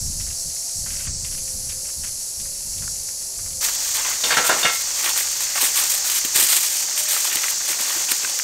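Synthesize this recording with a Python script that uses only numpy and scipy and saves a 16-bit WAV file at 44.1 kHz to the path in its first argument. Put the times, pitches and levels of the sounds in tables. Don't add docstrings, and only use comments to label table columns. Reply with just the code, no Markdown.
import sys
import numpy as np
from scipy import signal
from scipy.fft import rfft, irfft, next_fast_len
from scipy.io import wavfile

SR = 44100
rng = np.random.default_rng(int(sys.argv[2]) if len(sys.argv) > 2 else 0)


def log_audio(samples):
    frames = np.atleast_2d(samples).T
    limited = np.clip(frames, -1, 1)
    pcm = np.round(limited * 32767).astype(np.int16)
    wavfile.write(sys.argv[1], SR, pcm)


N = 371763
T = np.arange(N) / SR


def undb(db):
    return 10 ** (np.asarray(db) / 20)


def curve(rows):
    return undb(np.interp(T, *np.transpose(rows)))


def unit(x):
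    return x / np.sqrt(np.mean(x ** 2))


def add(track, at_s, sound):
    i = max(int(at_s * SR), 0)
    track[i:i + len(sound)] += sound[:N - i]


def tint(x, colour):
    hz, db = np.transpose(colour)
    size = next_fast_len(len(x))
    bins_hz = np.fft.rfftfreq(size, 1 / SR) + 1
    gain = undb(np.interp(np.log(bins_hz), np.log(hz), db))
    return unit(irfft(rfft(x, size) * gain, size)[:len(x)])


def noise(colour):
    return tint(rng.standard_normal(N), colour)


def resonate(x, hz, width_hz):
    hz = min(hz, SR * .45)
    return signal.lfilter(*signal.iirpeak(hz, hz / min(width_hz, SR / 4), SR), x)


def fade(t60_s, size):
    return undb(-60 * T[:size] / t60_s)


def walk(rate_hz):
    return np.interp(T * rate_hz, np.arange(4096), rng.standard_normal(4096))


def swells(rows, attack_s, sag_db_per_s, release_s, rest_db=-100):
    power = undb(rest_db) ** 2
    for start_s, length_s, db in rows:
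        age_s = np.maximum(T - start_s, 0)
        shape = np.minimum(age_s / attack_s, 1) * np.exp(-np.maximum(age_s - length_s, 0) / release_s)
        power = power + (shape * undb(db - sag_db_per_s * np.minimum(age_s, length_s))) ** 2
    return np.sqrt(power)


def grit(scatter_db, size):
    spread = np.repeat(rng.uniform(-1.7, 1.7, size // 16 + 1), 16)[:size]
    return unit(rng.standard_normal(size) * undb(scatter_db * spread))


def crinkle(colour, rate_hz, scatter_db, t60_s, avalanche, span_hz, pitched, facets=20):
    strengths = undb(scatter_db * np.minimum(rng.exponential(size=N), 5))
    triggers = (rng.random(N) < 45 / SR) * rng.random(N)
    surge = signal.oaconvolve(triggers, fade(0.069, 4096))[:N]
    clicks = (rng.random(N) < rate_hz / SR) * strengths * rng.choice([-1, 1], N)
    clicks *= 1 + avalanche * surge
    facet, out = rng.integers(facets, size=N), 0
    for k, hz in enumerate(np.geomspace(*span_hz, facets)):
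        ring = rng.standard_normal(1024) * fade(t60_s, 1024)
        ring = unit(ring) + pitched * unit(resonate(ring, hz, hz / 6))
        out = out + signal.oaconvolve(clicks * (facet == k), unit(ring))[:N]
    return tint(out, colour)


# f/Hz, gain/dB
AIR_EQ = [(20, -12), (60, -4), (130, -2.5), (230, -4), (400, -2), (550, 2), (720, -4), (900, -3),
          (1200, -9), (2000, -8), (3500, -6.5), (15000, -17.5)]


def open_air():
    return noise(AIR_EQ) * undb(-49.5 + 0.25 * walk(6.2))


# f/Hz, wide level/dB, close level/dB
HUM_TONES = [(381, -71.5, -70.5), (519, -64, -65), (559, -66, -58), (606, -68, -64), (687, -65.5, -69),
             (796, -70.5, -63)]


def far_hum(close):
    out = 0
    for hz, wide_db, close_db in HUM_TONES:
        rms = undb(wide_db + (close_db - wide_db) * close + 4.7 * walk(6))
        cycles = np.cumsum(hz + 3 * walk(20)) / SR
        out = out + rms * np.sqrt(2) * np.sin(2 * np.pi * cycles)
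    return out


# f/Hz, gain/dB
WIND_EQ = [(15, -4.5), (35, -3), (80, -5), (140, -10.5), (220, -18.5), (350, -32.5), (700, -51),
           (2000, -80)]
# t/s, length/s, level/dB
EDDIES = [(0, 0.33, -28), (.44, 0.039, -35.5), (.74, .1, -36), (.84, 0.26, -34.5), (1.045, 0.26, -30),
          (1.28, 0.29, -34.5), (1.53, 0.28, -35.5), (1.96, 0.15, -38), (2.37, 0.16, -40.5),
          (2.64, 0.13, -39), (2.75, 0.26, -34.5), (3.37, 0.27, -38.5)]
# t/s, level/dB
BREEZE_LEVELS = [(3.6, -52), (5.2, -55.5), (6.2, -57), (6.7, -69), (8.4, -86)]


def wind(close):
    gusts = swells(EDDIES, attack_s=0.025, sag_db_per_s=31, release_s=0.051, rest_db=-53)
    flutter = undb(1.9 * walk(22))
    return noise(WIND_EQ) * ((1 - close) * gusts * flutter + close * curve(BREEZE_LEVELS))


# f/Hz, gain/dB
CHORUS_WIDE_EQ = [(2500, -64), (3600, -23.5), (4100, -10.5), (4550, -5), (5000, -6), (5600, -2), (6700, 1),
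                  (8100, -0.5), (9000, -7), (10500, -14), (13000, -25), (15500, -35)]
CHORUS_CLOSE_EQ = [(2500, -29), (3800, -13.5), (4300, -7.5), (4580, -3), (4900, -7.5), (5700, -1),
                   (6600, 1.5), (7400, -0.5), (8500, -8), (10000, -15), (12000, -30), (15500, -39)]
# t/s, level/dB
CHORUS_LEVELS = [(0, -29), (1, -28.5), (1.4, -30), (2.35, -30.5), (2.9, -29.5), (3.6, -30.5)]


def cicada_chorus(colour, throb, flicker_db):
    beat_hz = 6.6 * (1 + .04 * walk(1.5))
    beat = np.sin(2 * np.pi * np.cumsum(beat_hz) / SR)
    hiss = noise(colour)
    throbbing = resonate(noise(colour), hz=5160, width_hz=2650) * (1 + throb * beat)
    return unit(hiss * undb(flicker_db * walk(24.9)) + throbbing)


def chirping_cicada(first_s=.045, rate_hz=5.38, hurry_hz_per_s=.125, fade_db_per_s=1.5, width_s=0.031):
    age_s = T - first_s
    beats = rate_hz * age_s + hurry_hz_per_s * age_s ** 2 / 2
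    off_beat_s = (beats - np.round(beats)) / rate_hz
    envelope = undb(-32.5 - fade_db_per_s * age_s) * np.exp(-.5 * (off_beat_s / width_s) ** 2)
    colour = [(2000, -70), (4500, -34), (5200, -13), (5550, 2.5), (6100, -8), (7000, -19),
              (8000, 0.5), (9500, -31)]
    return noise(colour) * envelope


def tymbal(modes, stroke_hz, rib_hz, ribs=6, echo_s=.0071):
    clicks = np.zeros(N)
    cycles = np.cumsum(stroke_hz * (1 + .004 * walk(8))) / SR
    strokes = np.flatnonzero(np.diff(np.floor(cycles)))
    for rib in range(ribs):
        lag_s = rib / rib_hz + .00006 * rng.standard_normal(len(strokes))
        at = np.clip((strokes + lag_s * SR).astype(int), 0, N - 1)
        clicks[at] += undb(0.91 * rng.standard_normal(len(strokes)))
    song = sum(undb(db) * resonate(resonate(clicks, hz, width_hz), hz, width_hz)
               for hz, width_hz, db in modes)
    return unit(song + 0.71 * np.roll(song, int(echo_s * SR)))


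# f/Hz, width/Hz, gain/dB
SOLO_MODES = [(9680, 1200, -3.5), (10330, 1080, 1), (10870, 570, -2), (11630, 800, -2.5),
              (12400, 950, -10.5)]
# t/s, length/s, level/dB
SOLO_PHRASES = [(-.2, 1.26, -34.5), (1.13, 2.5, -34.5)]
JOINER_PHRASES = [(1.2, 2.4, -37)]


def near_cicadas(attack_s=0.16, release_s=0.011):
    solo = tymbal(SOLO_MODES, stroke_hz=177.6, rib_hz=1316)
    solo *= swells(SOLO_PHRASES, attack_s, sag_db_per_s=0, release_s=release_s)
    joiner = tymbal([(9680, 350, -1), (11040, 460, -7)], stroke_hz=183.5, rib_hz=1395)
    joiner *= swells(JOINER_PHRASES, attack_s, sag_db_per_s=6, release_s=release_s)
    return solo + joiner


# t/s, length/s, level/dB
PALM_STROKES = [(.24, 0.072, -46), (.87, 0.2, -44), (1.25, 0.13, -48), (1.67, 0.071, -49),
                (1.83, 0.064, -48.5), (2.02, 0.065, -44.5), (2.17, .05, -54), (2.52, .05, -52),
                (2.7, .28, -56)]


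def paper_strokes():
    colour = [(200, -24), (700, -3), (1400, -3), (2600, 4.5), (4000, -3), (8000, 1), (15000, -18)]
    scrape = crinkle(colour, rate_hz=700, scatter_db=2.5, t60_s=0.016, avalanche=0.77,
                     span_hz=(1210, 4540), pitched=0.96)
    return scrape * swells(PALM_STROKES, attack_s=.03, sag_db_per_s=3, release_s=0.019, rest_db=-57.5)


# t/s, peak/dB, f/Hz
HAND_PATS = [(0.1994, -28, 3000), (.3192, -35, 3250), (.4988, -35, 2560), (.5641, -35.5, 2440),
             (0.6894, -35, 2500), (.8606, -28, 1680), (0.9017, -27, 2410), (1.0022, -26.5, 2080),
             (1.07, -27, 1730), (1.2448, -23, 2800), (1.3124, -34, 2710), (1.377, -33, 2890),
             (1.476, -31, 2320), (1.695, -26, 3300), (2.036, -26.5, 2380), (2.396, -28, 3330),
             (2.454, -32, 1900), (2.7811, -30, 3770), (2.8217, -29, 1380), (3.0841, -29.5, 1898),
             (3.2221, -36, 3490), (3.389, -34.5, 1390), (3.4585, -30, 1490), (3.506, -31.5, 3030)]


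def paper_pats(t60_s=0.13, size=12000):
    out = np.zeros(N)
    for at_s, db, hz in HAND_PATS:
        slips = grit(6.2, size) * fade(t60_s, size)
        rustle = resonate(resonate(slips, hz, 0.93 * hz), hz, 9.7 * hz)
        add(out, at_s, undb(db) * rustle / np.abs(rustle).max())
    return out


# t/s, level/dB, T60/s
DISH_BUMPS = [(5.622, -30, 0.09), (6.248, -31, 0.068), (6.356, -30, 0.089), (6.387, -32, 0.12),
              (6.421, -34.5, 0.16), (7.356, -34.5, 0.096), (7.70, -39, 0.13), (7.8, -43, 0.24),
              (7.96, -40, 0.31), (8.116, -31.5, .07), (8.235, -40, .15)]


def dish_thuds(attack_s=0.0011, size=9000):
    out = np.zeros(N)
    colour = [(40, -32), (110, -8), (200, -7), (340, 0), (600, -4), (1200, -22), (4000, -40)]
    onset = 1 - np.exp(-T[:size] / attack_s)
    for at_s, db, t60_s in DISH_BUMPS:
        add(out, at_s, undb(db) * tint(grit(2.4, size), colour) * fade(t60_s, size) * onset)
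    return out


# t/s, peak/dB, f/Hz
FACET_FLIPS = [(2.878, -27, 1470), (7.1648, -15.5, 1400), (7.356, -18.5, 3460), (7.37, -14.5, 2350),
               (7.4345, -17, 2640), (7.441, -14, 1580), (7.483, -14, 1910), (7.613, -25, 1830),
               (7.73, -19, 2070), (8.2057, -21, 2650), (8.247, -14.5, 1660), (8.3973, -14, 2120)]


def facet_ticks(t60_s=0.016, size=3000):
    out = np.zeros(N)
    for at_s, db, hz in FACET_FLIPS:
        burst = rng.standard_normal(size) * fade(t60_s, size)
        tick = resonate(resonate(burst, hz, 0.55 * hz), hz, 0.97 * hz)
        add(out, at_s, undb(db) * tick / np.abs(tick).max())
    return out


# f/Hz, gain/dB
CREASE_EQ = [(30, -42), (200, -19), (700, -15), (2000, -1), (4000, 0), (6000, -1), (7500, 5.5), (8800, 6),
             (10200, -3), (11500, -1), (13300, 3), (14600, -0.5), (15700, -4)]
PANEL_EQ = [(20, -43), (60, -28), (150, -25), (240, -14.5), (340, -1.5), (450, -4), (600, -4.5),
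            (1100, -1.5), (1600, 1), (2500, 0), (3500, 0), (5000, -6), (9000, -17)]
# t/s, length/s, crease level/dB, panel level/dB
FOIL_PUSHES = [(3.606, 0.083, -23.5, -33), (3.816, .09, -27.5, -42), (3.936, 0.046, -25, -30),
               (4.035, .1, -32, -30.5), (4.23, .125, -27, -31), (4.436, 0.035, -21, -36),
               (4.568, 0.054, -28, -30), (4.718, 0.04, -25, -36), (4.956, 0.053, -26.5, -33),
               (5.022, 0.079, -21.5, -27), (5.146, 0.064, -23, -31), (5.386, 0.036, -27, -36.5),
               (5.54, .055, -23.5, -28.5), (5.597, .06, -16.5, -28), (5.736, .11, -19.5, -30),
               (5.888, 0.05, -17.5, -44), (6.035, 0.14, -21.5, -35), (6.339, 0.11, -15, -30),
               (6.479, 0.1, -18, -33), (6.594, 0.23, -23.5, -51), (6.962, .03, -19.5, -44),
               (7.068, 0.14, -20.5, -33), (7.226, 0.2, -24.5, -32), (7.433, 0.059, -24.5, -36.5),
               (7.67, 0.048, -22.5, -30), (7.779, .245, -25, -30.5), (8.07, 0.065, -27, -33.5),
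               (8.217, 0.085, -30, -35.5)]
# t/s, length/s, panel level/dB
FOIL_TUMBLES = [(4.306, .1, -24), (4.443, 0.086, -29), (4.635, 0.053, -24.5)]


def foil_crackle():
    creases = crinkle(CREASE_EQ, rate_hz=1500, scatter_db=1.0, t60_s=0.024, avalanche=0.77,
                      span_hz=(3880, 14800), pitched=0.35)
    panels = crinkle(PANEL_EQ, rate_hz=800, scatter_db=2.5, t60_s=0.031, avalanche=0.37,
                     span_hz=(732, 4460), pitched=0.6)
    shape = dict(attack_s=0.02, sag_db_per_s=13.5, release_s=.04)
    creasing = [(at_s, length_s, db) for at_s, length_s, db, _ in FOIL_PUSHES]
    flexing = [(at_s, length_s, db) for at_s, length_s, _, db in FOIL_PUSHES] + FOIL_TUMBLES
    creases *= swells(creasing, **shape, rest_db=-30.5)
    panels *= swells(flexing, **shape, rest_db=-39.5)
    return creases + panels


# t/s, level/dB, T60/s
CREASE_SNAPS = [(1.378, -33, .02), (2.037, -38, .06), (2.784, -37, .04), (3.224, -35, .02),
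                (3.53, -30, .02), (4.072, -24, .04), (4.814, -27, .03), (4.872, -24, .03),
                (5.043, -21, .05), (5.176, -16, .07), (5.562, -24, .043), (5.613, -20.5, 0.11),
                (5.631, -23, .084), (5.773, -16.5, 0.11), (5.932, -24, .05), (6.099, -14, 0.043),
                (6.249, -17, 0.062), (6.358, -14.5, .048), (6.398, -14.5, 0.091), (6.521, -14, 0.16),
                (6.565, -11.5, .07), (6.825, -20, .04), (6.976, -18, .06), (7.328, -18, 0.058),
                (7.356, -12.5, .024), (7.442, -9, .005), (8.116, -6.5, 0.03), (8.39, -17, .015)]


def crease_snaps(panel_db=-24, size=8000):
    out = np.zeros(N)
    for at_s, db, t60_s in CREASE_SNAPS:
        slips = grit(3.5, size) * fade(t60_s, size)
        snap = tint(slips, CREASE_EQ) + undb(panel_db) * tint(slips, PANEL_EQ)
        add(out, at_s, undb(db) * np.std(slips) * snap)
    return out


# f/Hz, gain/dB
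POP_EQ = [(20, -40), (60, -5), (160, 8.5), (500, 13), (1500, 4), (3000, 3.5), (5000, 6.5), (8000, 6.5),
          (14000, -12)]
# f/Hz, gain/dB, T60/s
SHEET_MODES = [(495, 4, .3), (646, 3, .3), (706, 1.5, .3), (953, -3, .2), (1030, -5, .24), (1347, 4, .32),
               (1424, -.5, .2), (1500, -2, .15), (1575, 0, .18), (1679, 1.5, .22), (1810, -4, .32),
               (1925, -4, .35), (2137, .5, .4), (2250, -5, .19), (2565, -7, .28), (2795, 4, .17),
               (2940, -2.5, .16), (3280, -7, .27), (3570, .5, .25), (3665, 0, .25), (4465, 1.5, .2),
               (4650, -1.5, .16)]
# t/s, level/dB, f/Hz, clatter T60/s, ring gain/dB
BUCKLES = [(4.236, -19, 3550, 0.26, -6), (4.304, -19, 1700, 0.26, -4), (4.307, -24, 4460, 0.12, 0.5),
           (4.369, -15, 1520, 0.25, -7), (4.373, -30.5, 2800, 0.12, 4), (4.440, -31, 1270, 0.088, 6),
           (4.490, -18, 1010, 0.24, -5.5), (4.496, -19.5, 1420, 0.49, -0.5), (4.629, -25, 3550, .1, 3.5),
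           (4.646, -18, 1340, 0.17, -9.5), (4.652, -23.5, 2330, 0.09, 4)]


def foil_pops(attack_s=0.00075, settle_s=0.038, size=24000):
    out, t = np.zeros(N), T[:size]
    onset = 1 - np.exp(-t / attack_s)
    for at_s, db, hz, t60_s, ring_db in BUCKLES:
        clatter = tint(grit(3.0, size), POP_EQ)
        clatter = unit(0.35 * clatter + resonate(clatter, hz, 0.9 * hz)) * fade(t60_s, size)
        ring = 0
        for mode_hz, mode_db, mode_t60_s in SHEET_MODES:
            nearness = 0.14 + 1 / (1 + (np.log2(mode_hz / hz) / .3) ** 2)
            bend = 1 + 0.0028 * rng.standard_normal() * np.exp(-t / settle_s)
            tone = np.sin(2 * np.pi * (mode_hz * np.cumsum(bend) / SR + rng.random()))
            ring = ring + nearness * undb(mode_db) * fade(mode_t60_s, size) * tone
        add(out, at_s, undb(db) * (clatter + undb(ring_db) * ring) * onset)
    return out


def scene(close_s=3.607, crossfade_s=.008):
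    close = np.clip((T - close_s) / crossfade_s + .5, 0, 1)
    wide_mix = cicada_chorus(CHORUS_WIDE_EQ, throb=0.039, flicker_db=0.9) * curve(CHORUS_LEVELS)
    wide_mix += chirping_cicada() + near_cicadas() + paper_strokes() + paper_pats()
    close_mix = cicada_chorus(CHORUS_CLOSE_EQ, throb=0.23, flicker_db=0.5) * undb(-24.5)
    close_mix += dish_thuds() + foil_crackle() + foil_pops()
    background = open_air() + far_hum(close) + wind(close)
    mono = background + (1 - close) * wide_mix + close * close_mix + facet_ticks() + crease_snaps()
    return np.array([mono, mono])


def record(dry):
    ceiling, cutoff_hz = .72, 15700
    rounded = dry / (1 + (dry / ceiling) ** 4) ** .25
    return signal.sosfilt(signal.ellip(12, .1, 80, cutoff_hz, fs=SR, output="sos"), rounded)


dry = scene()
out = record(dry)
log_audio(out)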